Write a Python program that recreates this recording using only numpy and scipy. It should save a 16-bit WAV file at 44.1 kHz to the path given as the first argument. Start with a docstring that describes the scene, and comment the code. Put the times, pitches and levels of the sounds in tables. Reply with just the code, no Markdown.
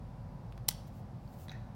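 """A handheld calculator is worked at a desk in a quiet room: random-phase lines and noise form a steady ventilation hum.
Faint ticks, noise bursts with a ringing mode, come first; then one key snaps sharply, a dispersed pulse
that rings the plastic case, and another tick follows. A hand brushes over paper, as swells of grainy hiss,
with one more tick among them; a few soft, dull key taps, decaying noise and modes, end the scene.
Snap, ticks and taps each excite early reflections and a diffuse room tail."""
import sys
import numpy as np
from scipy import signal
from scipy.fft import rfft, irfft
from scipy.io import wavfile
from scipy.ndimage import uniform_filter1d

SR = 44100
rng = np.random.default_rng(int(sys.argv[2]) if len(sys.argv) > 2 else 0)


def file_out(sig):
    """Save sig as 16-bit WAV at sys.argv[1]."""
    # one column per channel
    cols = np.atleast_2d(sig).T
    # limit, then scale
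    lim = np.clip(cols, -1, 1)
    pcm = np.round(lim * 32767).astype(np.int16)
    wavfile.write(sys.argv[1], SR, pcm)


N = 77175
T = np.arange(N) / SR  # time axis [s]

# spectrum of room air and ventilation rumble: (frequency [Hz], relative level [dB])
AIR_SPECTRUM = [(12, -39), (20, -5.5), (49, -10), (76, -6.5), (119, 0), (185, -8.5), (213, -14.5),
                (252, -13.5), (289, -22), (352, -23), (382, -27), (505, -22), (906, -23.5), (985, -27.5),
                (1670, -38), (3170, -47), (4950, -47), (6720, -54.5), (15500, -60)]
# hum and fan tones: (frequency [Hz], level [dB], full width at half amplitude [Hz])
HUM_TONES = [(49.14, -51.5, 6), (116.1, -56.5, 4.7), (205.7, -60.5, 3), (353.5, -71.5, 2.1),
             (523.3, -77, 15), (570.2, -70.5, 4.4), (749, -70, 1.3), (794.4, -75, 2.4), (989, -74, 1.7)]
AIR_DB = -46.5

# reverberation time of the room: (frequency [Hz], t60 [s])
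ROOM_DECAY = [(300, 6.5), (2000, 0.54), (4500, 0.47), (8000, 0.51), (15000, 0.6)]
# colour of the room tail: (frequency [Hz], relative level [dB])
TAIL_SPECTRUM = [(300, -2), (2000, 1.5), (4200, 5.5), (8000, -4.5), (11000, -3.5), (15000, -6)]
REFLECTIONS_PER_S, REFLECTION_T60_S, ROOM_RISE_S = 2000, 0.11, 0.017
SNAP_TO_ROOM_DB, TICK_TO_ROOM_DB, TAP_TO_TAIL_DB = -16, -17.5, -6
SHARP_TO_DESK_DB, TAP_TO_DESK_DB = 4, -21  # snaps and ticks enter the desk after their room gain

# hand brushing over paper: (time of peak [s], half width at 1/e of the power [s], level [dB])
BRUSH_STROKES = [(0.878, 0.0092, -63.5), (0.972, 0.034, -69), (1.338, 0.01, -66.5), (1.375, 0.092, -70),
                 (1.42, 0.03, -60.5)]
# spectrum of the brushing: (frequency [Hz], relative level [dB])
BRUSH_SPECTRUM = [(1000, -12), (3000, -1.5), (5500, -2), (7300, 0), (9000, -4.5), (12000, 0), (15300, 2),
                  (16000, 4)]
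BRUSH_GRAIN, GRAIN_SAMPLES = 0.22, 40  # depth as rms of log amplitude; smoothing length

# faint ticks of loose keys: (time [s], level [dB], ring frequency [Hz], relative ring level [dB])
KEY_TICKS = [(0.524, -54.5, 3670, -3), (0.5772, -50, 2900, -32), (0.7133, -46, 1497, -2.5),
             (1.2768, -68.5, 4490, 12)]
# spectrum of a tick: (frequency [Hz], relative level [dB])
TICK_SPECTRUM = [(300, -16), (1200, 9), (3500, 4), (7000, -8.5), (16000, -12)]
TICK_T60_S, TICK_RING_T60_S = 0.017, 0.014

# soft key taps: (time [s], level [dB], treble tilt [dB per octave], relative key ring level [dB],
# relative after-ring level [dB], edge tick frequency [Hz], relative edge tick level [dB])
KEY_TAPS = [(1.4828, -48, 1.5, 3, -25, 9500, -13), (1.4944, -49, 2, 14, -22, 5830, -11),
            (1.504, -55.5, 5, -4, -14, 4240, -4), (1.5161, -45, 3.5, -16, -7, 5840, -19),
            (1.5256, -59.5, 5, -4, 4, 6640, -6)]
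# spectrum of the knock before tilt: (frequency [Hz], relative level [dB])
TAP_SPECTRUM = [(300, 6.5), (1200, 9), (2100, 11), (2800, -7.5), (4500, -8), (6200, -8), (8000, -28),
                (10000, -27), (16000, -26)]
# modes of a tapped key: (frequency [Hz], relative level [dB], t60 [s])
KEY_MODES = [(3370, -16.5, 0.048), (3820, -6, 0.021), (3970, -8, 0.017)]
TAP_T60_S, TAP_RISE_S = 0.03, 0.0007
EDGE_OCTAVES, EDGE_T60_S = 0.13, 0.023
LINGER_HZ, LINGER_OCTAVES, LINGER_T60_S, LINGER_RISE_S = 1850, 0.078, 0.18, 0.022
KEY_TO_ROOM_DB = -8  # share of a key's ring that reaches the room

# sharp key clicks, first contact and then the snap: (time [s], level [dB])
SNAP_CLICKS = [(0.684, -27), (0.6873, -13)]
# modes of the plastic case: (frequency [Hz], relative level [dB], t60 [s])
CASE_MODES = [(832, -25.5, 0.03), (1037, -25.5, 0.024), (1317, -30, 0.032), (1995, -22.5, 0.02),
              (2225, -35.5, .02), (3144, -13, 0.012), (3470, -16, 0.014), (4130, -5.5, 0.0088),
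              (4500, -16.5, 0.022), (5230, -15.5, 0.02), (5973, -19.5, 0.014), (6100, -13.5, 0.013),
              (7430, -4, 0.011), (9300, -5, 0.0087), (11600, -13, .016), (12900, -20, 0.022),
              (14520, -12, 0.02), (15520, -11, 0.02)]
# spectrum of the broadband crack: (frequency [Hz], relative level [dB])
CRACK_SPECTRUM = [(300, -44.5), (550, -21), (800, -7), (2400, -11), (3100, -3.5), (4300, 3.5), (5800, -1.5),
                  (7500, 2), (9300, -2.5), (10500, -3.5), (13000, -7), (16000, -5.5)]
# share of the case's ring that reaches the room: (frequency [Hz], gain [dB])
CASE_TO_ROOM = [(1000, -4.5), (4200, -5), (5500, -4), (8000, -11.5), (15000, -21.5)]
CRACK_DB, SCATTER_DB, SCATTER_T60_S, SNAP_RISE_S = 10.5, -10.5, 0.019, 0.00014
BEND_DELAY_S = 0.001108  # travel time of a bending wave at 1 kHz

LOW_CUT_HZ, HIGH_CUT_HZ = 49, 16100


def amp(db):
    """Level definition: an amplitude ratio is ten to the power dB / 20."""
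    return 10 ** (np.asarray(db) / 20)


def unit(x):
    """Normalization: divides by the root mean square, giving rms 1."""
    return x / np.sqrt(np.mean(x ** 2) + 1e-20)


def read(points, hz):
    """Interpolation of a table on a logarithmic frequency axis."""
    f, value = np.transpose(points)
    return np.interp(np.log(hz + 1), np.log(f + 1), value)


def add(mix, s, sound):
    """Superposition: adds a sound into the mix from time s."""
    part = mix[round(s * SR):][:len(sound)]
    part += sound[:len(part)]


def colour(x, points, tilt_db=0):
    """Linear filtering: weights the spectrum by a table and a tilt per octave about 2 kHz."""
    hz = np.fft.rfftfreq(len(x), 1 / SR)
    octaves = np.log2(np.maximum(hz, 500) / 2000)  # the tilt is level below 500 Hz
    gain = amp(read(points, hz) + tilt_db * octaves)
    return irfft(rfft(x) * gain, len(x))


def noise(points, tilt_db=0):
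    """Filtered white noise: random signs take on a given spectrum, at rms 1."""
    white = rng.choice([-1., 1.], N)
    return unit(colour(white, points, tilt_db))


def band(hz, octaves):
    """Band-pass noise: a Gaussian response in octaves (standard deviation), at rms 1."""
    f = np.fft.rfftfreq(N, 1 / SR) + 1
    response = np.exp(-(np.log2(f / hz) / octaves) ** 2 / 2)
    return unit(irfft(rfft(rng.standard_normal(N)) * response, N))


def fade(t60):
    """Exponential damping: amplitude falls by 60 dB in t60 seconds."""
    return np.exp(-np.log(1000) * T / t60)


def rise(seconds):
    """Finite onset: amplitude grows linearly to 1."""
    return np.minimum(T / seconds, 1)


def ring(modes):
    """Modal superposition: a struck part sounds as damped sinusoids of random phase."""
    out = np.zeros(N)
    for hz, db, t60 in modes:
        out += amp(db) * fade(t60) * np.sin(2 * np.pi * (hz * T + rng.random()))
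    return out


def ventilation():
    """Stationary random sound: steady rumble and air, with lines whose finite width makes them waver."""
    out = amp(AIR_DB) * noise(AIR_SPECTRUM)
    f = np.fft.rfftfreq(N, 1 / SR)
    for hz, db, width in HUM_TONES:
        phase = np.exp(2j * np.pi * rng.random(len(f)))
        line = phase / (1 + (2 * (f - hz) / width) ** 2)
        out += amp(db) * unit(irfft(line, N))
    return out


def room(x):
    """Diffuse reverberation: convolution with noise that decays at a rate set by frequency, lows lasting longest."""
    hz, t, z = signal.stft(rng.standard_normal(N), SR, nperseg=256)
    decay = np.exp(-np.log(1000) * t / read(ROOM_DECAY, hz)[:, None])
    z = z * decay * amp(read(TAIL_SPECTRUM, hz))[:, None]
    tail = signal.istft(z, SR)[1][:N] * rise(ROOM_RISE_S) ** 2
    return signal.fftconvolve(x, tail / np.linalg.norm(tail))[:N]


def desk(x):
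    """Discrete reflection: sparse early echoes from the desk and nearby things, at random times and strengths."""
    present = rng.random(N) < REFLECTIONS_PER_S / SR
    echoes = rng.standard_normal(N) * present * fade(REFLECTION_T60_S) * rise(ROOM_RISE_S)
    return signal.fftconvolve(x, echoes / np.linalg.norm(echoes))[:N]


def brushes():
    """Sliding friction: skin on paper gives swells of fine, grainy hiss."""
    power = np.zeros(N)
    for s, width, db in BRUSH_STROKES:
        power += amp(db) ** 2 * np.exp(-((T - s) / width) ** 2)
    flutter = unit(uniform_filter1d(rng.standard_normal(N), size=GRAIN_SAMPLES))
    grain = np.exp(BRUSH_GRAIN * flutter)
    return np.sqrt(power) * unit(grain * noise(BRUSH_SPECTRUM))


def ticks():
    """Light impact: keys shifting in their seats give a noise burst and one damped mode."""
    out = np.zeros(N)
    for s, db, hz, ring_db in KEY_TICKS:
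        burst = noise(TICK_SPECTRUM) * fade(TICK_T60_S)
        mode = ring([(hz, ring_db, TICK_RING_T60_S)])
        add(out, s, amp(db) * (burst + mode))
    return out


def taps():
    """Cushioned impact: a dull knock, key modes, an edge tick and a hollow after-ring; near sound and room's share."""
    near, to_room = np.zeros((2, N))
    for s, db, tilt_db, key_db, linger_db, edge_hz, edge_db in KEY_TAPS:
        blow = amp(db) * rise(TAP_RISE_S)
        knock = noise(TAP_SPECTRUM, tilt_db) * fade(TAP_T60_S)
        edge = amp(edge_db) * band(edge_hz, EDGE_OCTAVES) * fade(EDGE_T60_S)
        key = amp(key_db) * ring(KEY_MODES) + edge
        linger = rise(LINGER_RISE_S) * band(LINGER_HZ, LINGER_OCTAVES) * fade(LINGER_T60_S)
        add(near, s, blow * (knock + key + amp(linger_db) * linger))
        add(to_room, s, blow * (knock + amp(KEY_TO_ROOM_DB) * key))
    return near, to_room


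def crack():
    """Bending-wave dispersion: delay falls as 1 / sqrt(frequency), so a pulse in the case becomes a downward chirp."""
    hz = np.fft.rfftfreq(N, 1 / SR)
    turns = 2 * BEND_DELAY_S * np.sqrt(1000 * hz)  # phase lag in cycles
    pulse = irfft(amp(read(CRACK_SPECTRUM, hz)) * np.exp(-2j * np.pi * turns), N)
    return pulse * (T < T[-1] / 2)  # removes what wraps round to the end


def snaps():
    """Impulsive excitation: a key gives way with a crack, scatter and case modes; near sound and room's share."""
    near, to_room = np.zeros((2, N))
    for s, db in SNAP_CLICKS:
        pulse = amp(CRACK_DB) * crack()
        case = rise(SNAP_RISE_S) * ring(CASE_MODES)
        # the crack bounces around inside the case
        scatter = amp(SCATTER_DB) * noise(CRACK_SPECTRUM) * fade(SCATTER_T60_S) * rise(SNAP_RISE_S)
        add(near, s, amp(db) * (pulse + scatter + case))
        add(to_room, s, amp(db) * (pulse + colour(case, CASE_TO_ROOM)))
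    return near, to_room


def scene():
    """Superposition of direct sound, early reflections, diffuse tail and background."""
    tick = ticks()
    tap, tap_to_room = taps()
    snap, snap_to_room = snaps()
    sharp = amp(SNAP_TO_ROOM_DB) * snap_to_room + amp(TICK_TO_ROOM_DB) * tick
    early = desk(amp(SHARP_TO_DESK_DB) * sharp + amp(TAP_TO_DESK_DB) * tap_to_room)
    tail = room(sharp + amp(TAP_TO_TAIL_DB) * tap_to_room)
    direct = snap + tap + tick + brushes()
    return (direct + early + tail + ventilation())[None]


def record(dry):
    """Band limitation: a high-pass reduces the deepest rumble and a low-pass removes the extreme treble."""
    low_cut = signal.butter(2, LOW_CUT_HZ, "high", fs=SR, output="sos")
    high_cut = signal.firwin(511, HIGH_CUT_HZ, window=("kaiser", 9), fs=SR)
    return signal.oaconvolve(signal.sosfilt(low_cut, dry), high_cut[None], "same")


dry = scene()
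out = record(dry)
file_out(out)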